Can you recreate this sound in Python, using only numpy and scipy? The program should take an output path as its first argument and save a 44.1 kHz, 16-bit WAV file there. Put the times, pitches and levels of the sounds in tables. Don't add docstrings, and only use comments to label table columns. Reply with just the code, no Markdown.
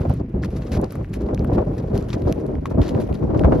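import sys
import numpy as np
from scipy import signal
from scipy.io import wavfile

SR = 44100
rng = np.random.default_rng(int(sys.argv[2]) if len(sys.argv) > 2 else 0)


def pcm_store(signal):
    levels = np.round(np.clip(np.atleast_2d(signal), -1, 1) * 32767)
    wavfile.write(sys.argv[1], SR, levels.astype(np.int16).T)


N = 158760

# [t/s, level/dB]
RUMBLE_CURVE = [(0.0, -24.5), (0.06, -19), (0.31, -26.5), (0.36, -19.5), (0.68, -29.5), (0.76, -17),
                (0.91, -33), (0.96, -22), (1.08, -25.5), (1.54, -20.5), (1.88, -24), (1.91, -20.5),
                (2.09, -25), (2.3, -23), (2.34, -28.5), (2.78, -21), (2.8, -13.5), (2.84, -29),
                (3.11, -22.5), (3.19, -30.5), (3.23, -20), (3.4, -20.5), (3.46, -16), (3.6, -26)]
# [t/s, level/dB]
FLUTTER_CURVE = [(0.0, -62), (0.01, -19.5), (0.09, -56.5), (0.1, -16), (0.18, -65.5), (0.2, -29.5),
                 (0.27, -61), (0.39, -39), (0.64, -43.5), (0.83, -17.5), (0.86, -42.5), (1.02, -39),
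                 (1.05, -62.5), (1.33, -23), (1.36, -36.5), (1.57, -19), (1.83, -35.5), (1.97, -20.5),
                 (2.11, -50), (2.17, -23), (2.26, -33.5), (2.27, -12), (2.34, -36), (2.54, -23),
                 (2.61, -48.5), (2.73, -31.5), (2.97, -25), (3.2, -32.5), (3.46, -18.5), (3.6, -13)]
# [f/Hz, level/dB per Hz]
WIND_SPECTRUM = [(16, -35), (28, -0.5), (59, 2.5), (108, 2), (329, -5), (558, -14), (858, -30), (946, -30),
                 (1840, -77), (2420, -61)]
# [f/Hz, share]
FLUTTER_SHARE = [(150, 0.14), (300, 0.28), (600, 0.64)]
# [f/Hz, spread/dB]
LUMP_DEPTH = [(60, 2), (300, 3), (900, 3.5), (2500, 3)]
LUMP_RATE_HZ, OWN_LUMP_DB, OWN_LUMP_RATE_HZ = 33.6, 1.1, 37
WIND_DB, WIND_TOP_HZ = -20.5, 1790
WIND_SIDE_DB, SIDE_CUT_HZ, WIND_PAN_DB = -0.5, 250, 1.3
# [t/s, level/dB]
PUFF_EVENTS = [(0.051, -23), (0.101, -25), (0.769, -26.5), (0.833, -22.5), (1.01, -34.5), (1.287, -22.5),
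               (1.516, -26), (1.581, -15.5), (2.008, -45), (2.271, -29.5), (2.711, -24), (2.78, -26.5),
               (2.975, -25), (3.089, -26), (3.225, -27), (3.301, -23.5), (3.345, -19), (3.444, -9.5),
               (3.521, -11)]
PUFF_EDGES_HZ = [440, 713, 1144]
PUFF_RISE_S, PUFF_FALL_S, PUFF_DB, PUFF_BRIGHT_DB = 0.0011, 0.013, -2.5, -9.5
# [t/s, peak level/dB, f/Hz]
BUFFET_EVENTS = [(0.058, -12, 85), (0.097, -13.5, 113), (0.771, -14, 53.4), (1.519, -10.5, 61.6),
                 (1.971, -17, 52.6), (2.257, -8, 102.6), (2.776, -30, 117), (3.098, -11, 74),
                 (3.445, 0.5, 65)]
BUFFET_T60_S = 0.11

# [t/s, length/s, level/dB, rel. treble/dB, f/Hz]
CRUNCH_EVENTS = [(0.085, 0.13, -53, -15, 3600), (0.427, 0.016, -41, -27, 3500),
                 (0.444, 0.017, -38.5, -13, 3500), (0.501, 0.05, -54.5, -11, 4000),
                 (0.556, 0.03, -47, -9, 3430), (0.617, 0.02, -47, -25, 2500),
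                 (0.662, 0.022, -49, -21, 4500), (0.716, 0.058, -37.5, -13, 4300),
                 (0.9, 0.07, -54, -10, 4530), (1.129, 0.041, -44, -11, 3500),
                 (1.204, 0.035, -50.5, -15, 2300), (1.528, 0.032, -45.5, -14, 3530),
                 (1.778, 0.022, -44.5, -17, 4000), (1.942, 0.066, -44, -13, 4000),
                 (2.083, 0.06, -47, -17, 3520), (2.126, 0.024, -38.5, -30, 3500),
                 (2.269, 0.057, -49.5, -15, 5000), (2.654, 0.022, -44, -14.5, 3470),
                 (2.695, 0.028, -52, -9, 4500), (2.815, 0.061, -41, -21, 3020),
                 (2.876, 0.032, -38.5, -16, 3900), (2.998, 0.045, -46.5, -10, 4000),
                 (3.139, 0.016, -43, -12, 3960), (3.371, 0.053, -49.5, -14, 3400),
                 (3.54, 0.044, -53, -10, 4500)]
CRUNCH_RISE_S, CRUNCH_RELEASE_S, CRUNCH_SAG_DB = 0.0038, 0.0083, 7.5
CRUNCH_FALL_DB_PER_OCT = 3
# [t/s, level/dB]
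TRICKLE_CURVE = [(0.0, -41.5), (0.2, -63.5), (0.43, -55), (0.63, -46.5), (1.16, -53.5), (2.3, -46.5),
                 (2.65, -57), (2.95, -46), (3.35, -54), (3.6, -46)]
TRICKLE_DB, TRICKLE_TREBLE_DB = -8.5, -12.5
# [f/Hz, level/dB]
GRIT_BODY = [(1100, 3), (1900, -2), (3200, -4), (4500, 0.5), (7000, -1)]
# [f/Hz, level/dB]
GRIT_TREBLE = [(8000, -9), (10000, 10), (12000, 3.5), (13800, -9.5), (15500, 6)]
CRUNCH_GRAINS_PER_S, CRUNCH_CLUMP_DB = 21000, 2
TRICKLE_GRAINS_PER_S, TRICKLE_CLUMP_DB = 6600, 2
GRAIN_SPREAD_DB, GRAIN_CYCLES, PATCH_DB = 3.5, 8.1, 2
GRIT_WIDTH_DB = -7.5

# [t/s, level/dB, rel. treble/dB, f/Hz]
CLICK_EVENTS = [(0.0967, -36, -14, 2980), (0.1386, -43.5, -8, 3000), (0.4228, -41, -26, 4500),
                (0.815, -41, -7.5, 5500), (0.8433, -28.5, -24, 4630), (0.9074, -37, -18, 4540),
                (0.9225, -35, -8, 1660), (0.9548, -32, -17, 1410), (1.0452, -33, -34, 1850),
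                (1.1402, -28.5, -17, 2460), (1.3461, -30, -19, 5300), (1.3766, -31.5, -37, 2150),
                (1.394, -34.5, -25, 4600), (1.411, -38.5, -37, 2010), (1.4463, -28, -23, 1500),
                (1.7806, -36, -19, 2500), (1.9772, -25.5, -22, 5030), (2.0252, -37.5, -25, 5500),
                (2.086, -40, -21, 3000), (2.1034, -26.5, -35, 3640), (2.1315, -25.5, -56, 3600),
                (2.2803, -38.5, -30, 4900), (2.3249, -22, -21, 3780), (2.4653, -43, -11, 4000),
                (2.5538, -37, -45, 1700), (2.6574, -22, -30, 2350), (2.816, -26.5, -30, 3800),
                (2.8919, -25.5, -26, 3970), (2.9485, -28.5, -37, 2250), (3.025, -40, -38, 3000),
                (3.1273, -34, -28, 2760), (3.394, -26.5, -29, 3340)]
STONE_SPAN_HZ = [1100, 7000]
STONE_CYCLES, STONE_DB, STONE_FALL_DB_PER_OCT = 9.6, 4.5, 12
CRACK_DB, CRACK_DECAY_S, CRACK_LOW_CUT_HZ = 13, 0.0013, 7060
# [t/s, peak level/dB, f/Hz, t60/s]
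KNOCK_EVENTS = [(0.436, -22, 1780, 0.0078), (2.656, -21, 1088, 0.031), (3.4373, -20.5, 1460, 0.0075)]

# [f/Hz, width/Hz]
LEFT_CAVITY = [(8600, 2600), (14000, 2500)]
GRAVEL_PAN_DB, PAN_TOP_HZ = 3, 6500
ECHO_DB, ECHO_DELAYS_S = -17, [0.0041, 0.0045]

HISS_DB, HISS_BAND_HZ = -60.5, [740, 2630]

# [t/s, f/Hz]
MONO_EDGE = [(0, 430), (1.7, 400), (2.1, 300), (2.5, 220), (2.9, 160), (3.6, 110)]
BASS_CUT_HZ, TOP_SHELF_HZ, TOP_SHELF_DB, TOP_STOP_HZ = 40, 13700, -6, 16000


def from_db(db):
    return 10 ** (np.asarray(db) / 20)


def rms_one(x):
    return x / np.sqrt(np.mean(x ** 2) + 1e-20)


def level_curve(rows):
    t, db = np.transpose(rows)
    return np.interp(np.arange(N) / SR, t, db)


def at_hz(rows, hz):
    f, value = np.transpose(rows)
    return np.interp(np.log(hz), np.log(f), value)


def butter(order, hz, kind="low"):
    return signal.butter(order, hz, kind, fs=SR, output="sos")


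def drift(rate_hz):
    r = np.exp(-2 * np.pi * rate_hz * 20 / SR)
    noise = rng.standard_normal(N // 20 + 1002)
    slow = signal.lfilter([1], [1, -2 * r, r * r], noise)[1000:]
    return np.interp(np.arange(N) / 20, np.arange(len(slow)), rms_one(slow))


def ring(impulses, hz, t60_s):
    r, w = from_db(-60 / (t60_s * SR)), 2 * np.pi * hz / SR
    return signal.lfilter([0, np.sin(w)], [1, -2 * r * np.cos(w), r * r], impulses + 1e-18)


def damped_sine(hz, t60_s):
    t = np.arange(int(t60_s * SR)) / SR
    return np.sin(2 * np.pi * hz * t) * from_db(-60 * t / t60_s)


def add(out, t_s, sound):
    i = int(t_s * SR)
    out[i:i + len(sound)] += sound[:N - i]


def wind_noise():
    rumble_db, flutter_db = level_curve(RUMBLE_CURVE), level_curve(FLUTTER_CURVE)
    rumble_db = rumble_db - rumble_db.mean()
    flutter_db = flutter_db - flutter_db.mean()
    edges_hz = 25 * 2 ** np.arange(0, 7.1, 1 / 3)
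    lumps = drift(LUMP_RATE_HZ)
    white = rng.standard_normal((2, 2, N + SR // 4))
    out = np.zeros((2, N))
    for k, (low, high) in enumerate(zip(edges_hz, edges_hz[1:])):
        band = signal.sosfilt(butter(2, [low, high], "band"), white[k % 2])[:, -N:]
        hz = np.sqrt(low * high)
        share = at_hz(FLUTTER_SHARE, hz)
        level_db = at_hz(WIND_SPECTRUM, hz) + share * flutter_db + (1 - share) * rumble_db
        lump_db = at_hz(LUMP_DEPTH, hz) * lumps + OWN_LUMP_DB * drift(OWN_LUMP_RATE_HZ)
        out += band * from_db(level_db + lump_db)
    out = signal.sosfilt(butter(4, WIND_TOP_HZ), out)
    return from_db(WIND_DB) * out / np.sqrt(np.mean(out[0] ** 2))


def puffs():
    t = np.arange(int(.08 * SR)) / SR
    shape = np.minimum(t / PUFF_RISE_S, 1) * np.exp(-t / PUFF_FALL_S)
    envelope = np.zeros(N)
    for t_s, db in PUFF_EVENTS:
        add(envelope, t_s, from_db(db + PUFF_DB) * shape)
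    low, middle, high = PUFF_EDGES_HZ
    body, bright = [rms_one(signal.sosfilt(butter(2, edges, "band"), rng.standard_normal((2, N))))
                    for edges in ([low, middle], [middle, high])]
    return envelope * (body + from_db(PUFF_BRIGHT_DB) * bright)


def buffets():
    out = np.zeros(N)
    for t_s, db, hz in BUFFET_EVENTS:
        add(out, t_s, from_db(db) * damped_sine(hz, BUFFET_T60_S))
    return out


def wind():
    mid, side = wind_noise() + puffs()
    side = from_db(WIND_SIDE_DB) * signal.sosfilt(butter(1, SIDE_CUT_HZ, "high"), side)
    side = side + mid * (from_db(WIND_PAN_DB) - 1)
    mid = mid + buffets()
    return np.array([mid + side, mid - side])


def grains(per_s, clump_db):
    size_db = GRAIN_SPREAD_DB * np.minimum(rng.exponential(1, N), 4)
    sizes = from_db(size_db) * rng.choice([-1, 1], N)
    contacts = sizes * (rng.random(N) < per_s / SR) * from_db(clump_db * drift(94))
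    dealt = rng.integers(0, 8, N)

    def rings(colour):
        pitches_hz = np.geomspace(colour[0][0], colour[-1][0], 8)
        parts = []
        for k, hz in enumerate(pitches_hz):
            gain = from_db(at_hz(colour, hz) + PATCH_DB * drift(49))
            parts.append(gain * ring(contacts * (dealt == k), hz, GRAIN_CYCLES / hz))
        parts = np.array(parts)
        return pitches_hz, parts / np.std(parts.sum(axis=0))

    pitches_hz, body = rings(GRIT_BODY)
    treble = rings(GRIT_TREBLE)[1].sum(axis=0)
    return pitches_hz, body, treble


def crunches():
    t = np.arange(N) / SR
    start_s, length_s, db, treble_db, pitch_hz = np.transpose(CRUNCH_EVENTS)
    heights = [0, 1, from_db(-CRUNCH_SAG_DB), 0]
    shapes = np.array([np.interp(t, a + np.array([0, CRUNCH_RISE_S, b, b + CRUNCH_RELEASE_S]), heights)
                       for a, b in zip(start_s, length_s)])
    pitches_hz, body, treble = grains(CRUNCH_GRAINS_PER_S, CRUNCH_CLUMP_DB)
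    octaves = abs(np.log2(pitches_hz[:, None] / pitch_hz))
    body_gain = from_db(db - CRUNCH_FALL_DB_PER_OCT * (octaves - 1)) @ shapes
    treble_gain = from_db(db + treble_db) @ shapes
    return np.sum(body_gain * body, axis=0) + treble_gain * treble


def trickle():
    _, body, treble = grains(TRICKLE_GRAINS_PER_S, TRICKLE_CLUMP_DB)
    gain = from_db(level_curve(TRICKLE_CURVE) + TRICKLE_DB)
    return gain * (body.sum(axis=0) + from_db(TRICKLE_TREBLE_DB) * treble)


def stone_clicks():
    out, cracks = np.zeros(N), np.zeros(N)
    crack_shape = np.exp(-np.arange(256) / SR / CRACK_DECAY_S)
    modes_hz = np.geomspace(*STONE_SPAN_HZ, 10)
    for t_s, db, treble_db, pitch_hz in CLICK_EVENTS:
        noise = rng.standard_normal(256)
        add(cracks, t_s, from_db(db + treble_db + CRACK_DB) * noise * crack_shape)
        for k, hz in enumerate(modes_hz):
            fall_db = STONE_FALL_DB_PER_OCT * abs(np.log2(hz / pitch_hz))
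            strength = from_db(db + STONE_DB - fall_db + 2 * rng.standard_normal()) * (-1) ** k
            detuned_hz = hz * (1 + .05 * rng.standard_normal())
            add(out, t_s, strength * damped_sine(detuned_hz, STONE_CYCLES / hz))
    return out + signal.sosfilt(butter(4, CRACK_LOW_CUT_HZ, "high"), cracks)


def hoof_knocks():
    out = np.zeros(N)
    for t_s, db, hz, t60_s in KNOCK_EVENTS:
        add(out, t_s, from_db(db) * damped_sine(hz, t60_s))
    return out


def to_ports(x):
    left, right = [x + from_db(ECHO_DB) * np.r_[np.zeros(int(s * SR)), x][:N] for s in ECHO_DELAYS_S]
    for hz, width_hz in LEFT_CAVITY:
        r = np.exp(-np.pi * width_hz / SR)
        a = [1, -2 * r * np.cos(2 * np.pi * hz / SR), r * r]
        left = signal.lfilter(a[::-1], a, left)
    left = left + (from_db(GRAVEL_PAN_DB) - 1) * signal.sosfiltfilt(butter(2, PAN_TOP_HZ), left)
    return np.array([left, right])


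def hiss():
    noise = signal.sosfilt(butter(4, HISS_BAND_HZ, "band"), rng.standard_normal((3, N)))
    return from_db(HISS_DB + 1.1 * drift(16)) * rms_one(noise[0] + 2.1 * noise[1:])


def scene():
    gravel = to_ports(crunches() + trickle() + stone_clicks() + hoof_knocks())
    grit_width = from_db(GRIT_WIDTH_DB) * (crunches() + trickle()) * [[1], [-1]]
    return wind() + gravel + grit_width + hiss()


def mono_bass(x):
    mid, side = (x[0] + x[1]) / 2, (x[0] - x[1]) / 2
    times_s = [t_s for t_s, _ in MONO_EDGE]
    kept = np.zeros(N)
    for k, (_, hz) in enumerate(MONO_EDGE):
        fade = np.interp(np.arange(N) / SR, times_s, np.arange(len(times_s)) == k)
        kept += fade * signal.sosfiltfilt(butter(8, hz, "high"), side)
    return np.array([mid + kept, mid - kept])


def record(dry):
    x = signal.sosfilt(butter(4, BASS_CUT_HZ, "high"), dry)
    x = x + (from_db(TOP_SHELF_DB) - 1) * signal.sosfiltfilt(butter(8, TOP_SHELF_HZ, "high"), x)
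    rounded = .97 * np.tanh(x / .97)
    top_cut = signal.cheby2(12, 60, TOP_STOP_HZ, fs=SR, output="sos")
    return signal.sosfilt(top_cut, mono_bass(rounded))


dry = scene()
out = record(dry)
pcm_store(out)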